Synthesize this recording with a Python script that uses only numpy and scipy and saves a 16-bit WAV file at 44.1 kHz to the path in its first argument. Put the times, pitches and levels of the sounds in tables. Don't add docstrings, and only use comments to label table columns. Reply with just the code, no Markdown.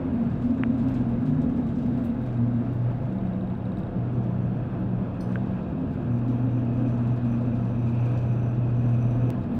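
import sys
import numpy as np
from scipy import signal
from scipy.io import wavfile
from scipy.ndimage import uniform_filter1d

SR = 44100
rng = np.random.default_rng(int(sys.argv[2]) if len(sys.argv) > 2 else 0)


def generate_wav(sig):
    pcm = np.round(np.clip(np.atleast_2d(sig).T, -1, 1) * 32767).astype(np.int16)
    wavfile.write(sys.argv[1], SR, pcm)


def decibels_to_gain(level_db):
    exponent = np.asarray(level_db, float) / 20
    return 10 ** exponent


N = 422917

# start_s, level_db
WEATHER = [(0, -90), (.48, -76.5), (1.49, -81), (1.76, -77.5), (2.91, -83), (3.74, -88.5), (4.97, -99),
           (5.31, -83.5), (6.41, -85.5), (7.18, -81.5), (8.2, -76.5), (8.6, -85.5), (9.0, -78.5),
           (9.59, -85)]
# start_s, level_db
STRAIN = [(0, -73), (.82, -64), (1.28, -78), (2.43, -84), (3.9, -75.5), (4.51, -65.5), (5.3, -63.5),
          (7.0, -59.5), (7.58, -60), (8.1, -53), (8.6, -59.5), (9.2, -58), (9.59, -65)]


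def in_time(rows):
    s, *columns = np.transpose(rows)
    return [np.interp(np.arange(N) / SR, s, c) for c in columns]


def bouts(rows, rest_db, rise, fall):
    t = np.arange(0, N, 40) / SR
    s, hold, db = np.array(rows)[:, :3].T[:, :, None]
    climb = rise * np.maximum(s - t, 0)
    decay = fall * np.maximum(t - s - hold, 0)
    level = db - climb - decay
    return np.interp(np.arange(N) / SR, t, np.maximum(level.max(axis=0), rest_db))


def rms_one(x):
    return x / np.sqrt(np.mean(x ** 2) + 1e-20)


def drift(rate):
    r = np.exp(-80 * np.pi * rate / SR)
    slow = signal.lfilter([1], [1, -2 * r, r * r], rng.standard_normal(N // 40 + 2002))[2000:]
    return np.interp(np.arange(N) / 40, np.arange(len(slow)), rms_one(slow))


def clicks_at(rows):
    out = np.zeros(N)
    for s, db, *_ in rows:
        out[round(s * SR)] = decibels_to_gain(db)
    return out


def ring(clicks, hz, t60):
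    r, w = decibels_to_gain(-60 / (t60 * SR)), 2 * np.pi * hz / SR
    return signal.lfilter([0, np.sin(w)], [1, -2 * r * np.cos(w), r * r], clicks + 1e-18)


def strike(clicks, modes):
    return sum(decibels_to_gain(db) * ring(clicks, hz, t60) for hz, db, t60 in modes)


def twice(x, hz, width):
    r = np.exp(-np.pi * width / SR)
    stage = [(1 - r * r) / 2, 0, (r * r - 1) / 2, 1, -2 * r * np.cos(2 * np.pi * hz / SR), r * r]
    return signal.sosfilt([stage, stage], x)


def hollow(hz, width):
    return rms_one(twice(rng.standard_normal(N + SR), hz, width)[SR:])


def banded(spectrum, patchy_db, lift_db=0, lift_hz=2000):
    hz_at, db_at = np.transpose(spectrum)
    thirds = round(3 * np.log2(hz_at[-1] / hz_at[0]))
    edges = np.geomspace(hz_at[0], hz_at[-1], thirds + 1)
    white, together, out = rng.standard_normal((2, N + SR)), drift(3.7), 0
    for k, (low, high) in enumerate(zip(edges, edges[1:])):
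        hz = np.sqrt(low * high)
        sos = signal.butter(2, [low, high], "band", fs=SR, output="sos")
        band = signal.sosfilt(sos, white[k % 2])[SR:]
        near = np.exp(-(np.log2(hz / lift_hz) / 0.23) ** 2)
        level_db = np.interp(np.log(hz), np.log(hz_at), db_at) + near * lift_db
        flicker_db = patchy_db * (0.8 * together + drift(18.0))
        out = out + band * decibels_to_gain(level_db + flicker_db)
    return rms_one(out)


def generator():
    # multiple, level_db
    generator_tones = [(3, -57.5), (4, -59), (5, -63)]
    generator_hz = 168.4
    turns = np.cumsum(generator_hz + 1.1 * drift(3)) / SR
    return sum(decibels_to_gain(db + 2 + 3.0 * drift(2.4)) * np.sin(2 * np.pi * round(k) * turns) for k, db in generator_tones)


def engine():
    # pitch_hz, level_db (per Hz)
    rumble_spectrum = [(12, -41.5), (20, -17), (64, -7.5), (97, -1.5), (123, 1), (171, 1), (206, -7.5),
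                       (248, -19), (400, -13), (520, -41.5), (880, -120)]
    # start_s, level_db
    load = [(0, -32.5), (.5, -36.5), (1.5, -33), (2.9, -40.5), (4.9, -34.5), (5.3, -44), (5.75, -31.5),
            (6.3, -42), (8.2, -40.5), (8.55, -35), (9.1, -39.5), (9.59, -31.5)]
    # pitch_hz,
    # width_hz, level_db
    hull_modes = [(36.3, 29, -44.5), (92, 27, -39.5), (209.5, 16, -42.5), (313.4, 13, -50),
                  (346.3, 29, -48), (506.7, 12, -53), (604.5, 14, -58), (677.4, 47, -51), (732, 17, -58),
                  (842, 48, -60)]
    load_db, = in_time(load)
    rumble = decibels_to_gain(load_db) * banded(rumble_spectrum, patchy_db=2.0)
    return rumble + sum(decibels_to_gain(db) * hollow(hz, width) for hz, width, db in hull_modes)


def sea_rush():
    # pitch_hz, level_db (per Hz)
    rush_spectrum = [(200, -29.5), (280, -2.5), (364, -14.5), (500, -9), (700, -17.5), (800, -18),
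                     (1580, -26), (1900, -36.5), (2600, -34.5), (3800, -51), (5000, -69), (7000, -71)]
    shuts_s, takes_s, open_db, shut_db = 4, 0.93, 3.5, -4.5
    strain_db, = in_time(STRAIN)
    seal_db, = in_time([(shuts_s - takes_s, open_db), (shuts_s + takes_s, shut_db)])
    level_db = -39 + 0.063 * (strain_db - strain_db.mean())
    return decibels_to_gain(level_db) * banded(rush_spectrum, patchy_db=0.82, lift_db=seal_db)


def drops():
    per_s, level_db, t60_s = 18, 3, .06
    hits = (rng.random(N) < per_s / SR) * decibels_to_gain(level_db + rng.normal(0, 3, N))
    return signal.lfilter([1], [1, -decibels_to_gain(-60 / (t60_s * SR))], hits + 1e-18)


def splashes():
    # start_s, drops_db, mist_db, t60_s
    sheets = [(0.1268, -78, -74, 0.5), (0.4238, -68.5, -76, 0.14), (0.7736, -64, -74, 0.15),
              (0.8798, -56, -70.5, 0.13), (0.9394, -53, -78, 0.14), (1.0834, -63, -71, 0.11),
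              (1.253, -57, -78.5, 0.16), (1.4167, -55, -67.5, 0.035), (1.434, -77, -67, 0.03),
              (1.5593, -67, -75.5, 0.27), (1.6627, -60, -72, 0.1), (1.783, -59, -78.5, 0.12),
              (1.9712, -62, -74.5, 0.14), (2.0386, -56, -64, 0.15), (2.2164, -66, -69, 0.087),
              (2.2586, -60, -67.5, 0.13), (2.7296, -69, -73, 0.16), (3.7805, -62, -71.5, 0.11),
              (4.124, -66, -77, 0.12), (4.2323, -61, -71.5, 0.073), (4.793, -76, -73.5, 0.1),
              (5.2056, -56, -63.5, 0.092), (5.3156, -64, -84, 0.2), (6.278, -57.5, -77.5, 0.17),
              (6.8844, -62, -78, 0.18), (7.07, -54, -78, 0.099), (7.1596, -55, -72.5, 0.1),
              (7.2434, -61, -80.5, 0.13), (8.054, -61, -74, 0.14), (9.5446, -61.5, -73.5, 0.3)]
    out = np.zeros((2, N + SR))
    for s, heavy_db, fine_db, t60 in sheets:
        t = np.arange(int(t60 * SR)) / SR
        shape = (1 - np.exp(-t / .0025)) * decibels_to_gain(-60 * t / t60)
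        out[:, round(s * SR):][:, :len(t)] += shape * decibels_to_gain(np.array([[heavy_db], [fine_db]]))
    return out[:, :N]


def spray_on_glass():
    # pitch_hz, level_db (per Hz)
    spray_spectrum = [(2000, -9), (3200, -0.5), (4200, -3.5), (5200, -7), (7000, -10), (10000, -13)]
    # pitch_hz, level_db (per Hz)
    mist_spectrum = [(7500, -3.5), (9500, -3.5), (13000, -1.5), (17500, -1.5)]
    # pitch_hz, level_db (per Hz)
    wash_spectrum = [(900, -8), (1500, -2), (2600, -2.5), (4000, -9.5)]
    glass_cut_hz, mist_db, wash_db, wash_smear_s = 8800, -90.5, 4.5, .03
    spray_db, = in_time(WEATHER)
    patter = decibels_to_gain(2.2 * drift(45) - 1) + drops()
    heavy, fine = splashes()

    spray = (decibels_to_gain(spray_db + 5) * patter + decibels_to_gain(-5) * heavy) * banded(spray_spectrum, patchy_db=1.2)
    spray = signal.sosfilt(signal.butter(8, glass_cut_hz, fs=SR, output="sos"), spray)

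    mist_level = decibels_to_gain(mist_db) * np.sqrt(patter) + decibels_to_gain(-91.5) + decibels_to_gain(-1.5) * fine
    mist = mist_level * banded(mist_spectrum, patchy_db=2.5)

    keep = np.exp(-1 / (wash_smear_s * SR))
    thuds = signal.lfilter([1 - keep], [1, -keep], heavy)
    wash = decibels_to_gain(wash_db) * thuds * banded(wash_spectrum, patchy_db=0.5)
    return spray + mist + wash


def trim():
    # pitch_hz, width_hz
    trim_bands = [(2520, 340), (3780, 220)]
    (strain_db,), (spray_db,) = in_time(STRAIN), in_time(WEATHER)
    levels = strain_db - 4.5, -78 + 0.45 * (spray_db - spray_db.mean())
    return sum(decibels_to_gain(db + 2.5 * drift(35)) * hollow(hz, width) for (hz, width), db in zip(trim_bands, levels))


def latch():
    # start_s, peak_db
    ticks = [(1.9218, -61), (2.1012, -58), (2.146, -61.5), (2.2136, -57.5), (2.2376, -58.5), (2.264, -64),
             (2.3738, -56), (2.5635, -63), (2.7765, -70), (3.1285, -61), (3.1854, -56.5), (3.2712, -58.5),
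             (3.3348, -57), (3.4094, -55.5), (3.4423, -61), (3.474, -57.5), (3.5012, -55.5), (3.5516, -57),
             (3.6551, -53.5), (3.7195, -53.5), (3.7718, -51.5), (3.8025, -56), (3.8339, -53.5),
             (3.869, -57)]
    # pitch_hz, level_db, t60_s
    latch_modes = [(3780, 2, 0.019), (7800, -14, .01), (8400, -18, .01)]
    return strike(clicks_at(ticks), latch_modes)


def clink():
    # start_s, level_db
    bounces = [
        (5.203, -59),
        (5.229, -77),
        (5.267, -84),
        (5.29, -79),
        (5.318, -80),
    ]
    # pitch_hz, level_db, t60_s
    metal_modes = [(4340, 2, .09), (5050, -3, .2), (5940, -3, .24), (8890, -4, .22), (10950, -9, .18),
                   (12700, -10, .07), (13700, -6, .09), (15070, -12, .13)]
    out, start, length = np.zeros(N), round(bounces[0][0] * SR), SR // 2
    hits = signal.lfilter([.02], [1, -.98], clicks_at(bounces)[start:start + length] / .02)
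    for hz, db, t60 in metal_modes:
        rough = rms_one(twice(rng.standard_normal(length), hz, 170))
        decay = signal.lfilter([1], [1, -decibels_to_gain(-60 / (t60 * SR))], hits)
        out[start:start + length] += decibels_to_gain(db - 34) * rough * decay
    return out


def snaps():
    # start_s, peak_db, body_hz, t60_s, top_hz
    snap_events = [
        (0.6355, -11.5, 1640, 0.0026, 2880),
        (5.357, -23.5, 1555, 0.017, 3150),
        (9.3038, -31.5, 2410, 0.0026, 17120),
    ]
    out = np.zeros(N)
    for s, db, hz, t60, top_hz in snap_events:
        click = clicks_at([(s, db)]) + 1e-18
        edge = signal.sosfilt(signal.butter(2, 800, "high", fs=SR, output="sos"), click)
        soft = signal.butter(10, min(top_hz, 19000), fs=SR, output="sos")
        out += signal.sosfilt(soft, 2.0 * edge - ring(click, hz, t60)) + decibels_to_gain(-34) * edge
    return out


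def panel():
    # start_s, hold_s, level_db, pitch_hz
    hum_bouts = [(0.299, .08, -30.5, 122), (.62, .53, -31.5, 121.6), (1.874, .15, -32.5, 124.5),
                 (2.203, .1, -30.5, 124.9), (2.371, .1, -25.5, 119.4), (2.545, .05, -28.5, 119.8),
                 (2.704, .2, -26, 121), (2.95, .7, -33.5, 120.7), (4.003, .28, -27.5, 121.3),
                 (4.292, .33, -30, 120.5), (4.752, .27, -33, 121), (5.077, .05, -34, 119),
                 (5.275, .25, -31.5, 121.6), (6.101, .83, -26, 120.4), (7.0, .13, -24, 121.3),
                 (7.254, .55, -26.5, 120.6), (7.843, .5, -24, 120.1), (8.35, .45, -25, 120.6),
                 (8.857, .42, -23, 120.6)]
    # start_s, hold_s, level_db
    buzz_bouts = [(4.12, .05, -77), (4.23, .02, -78), (4.31, .17, -79), (4.54, .06, -77),
                  (6.12, .07, -77.5), (6.28, 0.18, -77.5), (6.51, .11, -75.5), (6.76, .19, -76),
                  (7.03, 0.1, -76), (7.29, 0.068, -72.5), (7.46, .08, -80), (7.6, .16, -75.5),
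                  (7.79, 0.12, -74), (7.99, .53, -72.5), (8.56, .15, -78.5), (8.76, 0.053, -74.5),
                  (8.85, 0.45, -73), (9.27, .03, -77)]
    # pitch_hz, level_db, width_hz
    frame_modes = [(2500, 12, 300), (3920, -10, 150), (4650, -14, 200), (5970, 4, 340), (6860, -14, 250),
                   (8500, -9, 500), (9390, -14, 300), (10300, -11, 600), (11650, -10, 600),
                   (12800, -15, 500), (15200, -18, 700)]
    slack_db, missed_db = -64, -14
    hz, = in_time([(s + hold / 2, hz) for s, hold, _, hz in hum_bouts])
    hum_db = bouts(hum_bouts, -41, rise=150, fall=107)
    turns = np.cumsum(hz + .7 * drift(8)) / SR
    hum = np.sqrt(2) * decibels_to_gain(hum_db + 1.5 * drift(15)) * np.sin(2 * np.pi * turns)

    slaps = np.diff(np.floor(turns + .1 + .03 * drift(60)), prepend=0).clip(0, 1)
    slaps = slaps * decibels_to_gain(1.5 * drift(25) + rng.normal(0, 2.2, N))
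    odd_turn = np.floor(turns) % 2
    slaps = slaps * decibels_to_gain(missed_db * odd_turn * (in_time(STRAIN)[0] < slack_db))
    contact = signal.lfilter([1], [1, -np.exp(-1 / (0.00077 * SR))], slaps)
    chatter = slaps + .15 * contact * rng.standard_normal(N)
    buzz = sum(decibels_to_gain(db) * twice(chatter, hz, width) for hz, db, width in frame_modes)
    buzz_db = bouts(buzz_bouts, -110, rise=696.5, fall=501.5) + 5.5
    return hum + decibels_to_gain(buzz_db) * rms_one(buzz)


def howl():
    # pitch_hz, width_hz
    cavities = [(151, 6.7), (187, 11), (236, 16.1), (262, 13)]
    # start_s, hold_s, level_db
    gust_bouts = [
        [(.29, 0.059, -30.5), (1.29, 0.093, -27.5), (2.96, 0.1, -33.5), (4.42, 0.22, -36), (5.77, .3, -33)],
        [(.24, .1, -33.5), (1.0, 0.23, -35.5), (1.74, 0.35, -36.5), (3.12, 0.39, -29.5), (3.68, 0.096, -30),
         (3.94, 0.055, -30.5), (4.19, 0.33, -30.5), (4.75, 0.28, -30), (5.22, .35, -29.5), (5.7, .5, -36.5),
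         (7.63, .05, -32), (9.2, .39, -39.5)],
        [(.15, 0.14, -25.5), (.45, 0.37, -24.5), (1.0, 0.25, -27.5), (1.3, 0.86, -27.5), (2.4, 0.21, -26),
         (4.08, 0.099, -32), (5.3, 0.3, -35.5), (6.05, 0.41, -30.5), (6.62, 0.46, -29.5), (7.23, 0.37, -27.5),
         (7.76, 0.18, -29.5), (8.79, 0.58, -32), (9.52, 0.064, -27.5)],
        [(.06, 0.049, -27.5), (.47, 0.43, -27), (.9, 0.1, -27.5), (1.25, 0.35, -28.5), (1.74, 0.46, -32),
         (2.65, 0.061, -36), (5.79, 0.13, -32), (6.26, .34, -30), (6.76, .1, -30), (9.22, 0.069, -31)],
    ]
    rest_levels = [-42.5, -41, -40, -43.5]
    out = 0
    for (hz, width), gusts, rest_db in zip(cavities, gust_bouts, rest_levels):
        note = hollow(hz, width)
        swell = np.sqrt(uniform_filter1d(note ** 2, size=3500) + 0.1)
        out = out + decibels_to_gain(bouts(gusts, rest_db, rise=139.5, fall=112.5)) * note / swell
    return out


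def scene():
    background = generator() + engine() + sea_rush() + spray_on_glass()
    fittings = trim() + latch() + clink() + snaps()
    return (background + fittings + panel() + howl())[None]


def roll_off(x):
    return signal.sosfilt(signal.butter(12, 15750, fs=SR, output="sos"), x)


def record(dry):
    return roll_off(dry)


dry = scene()
out = record(dry)
generate_wav(out)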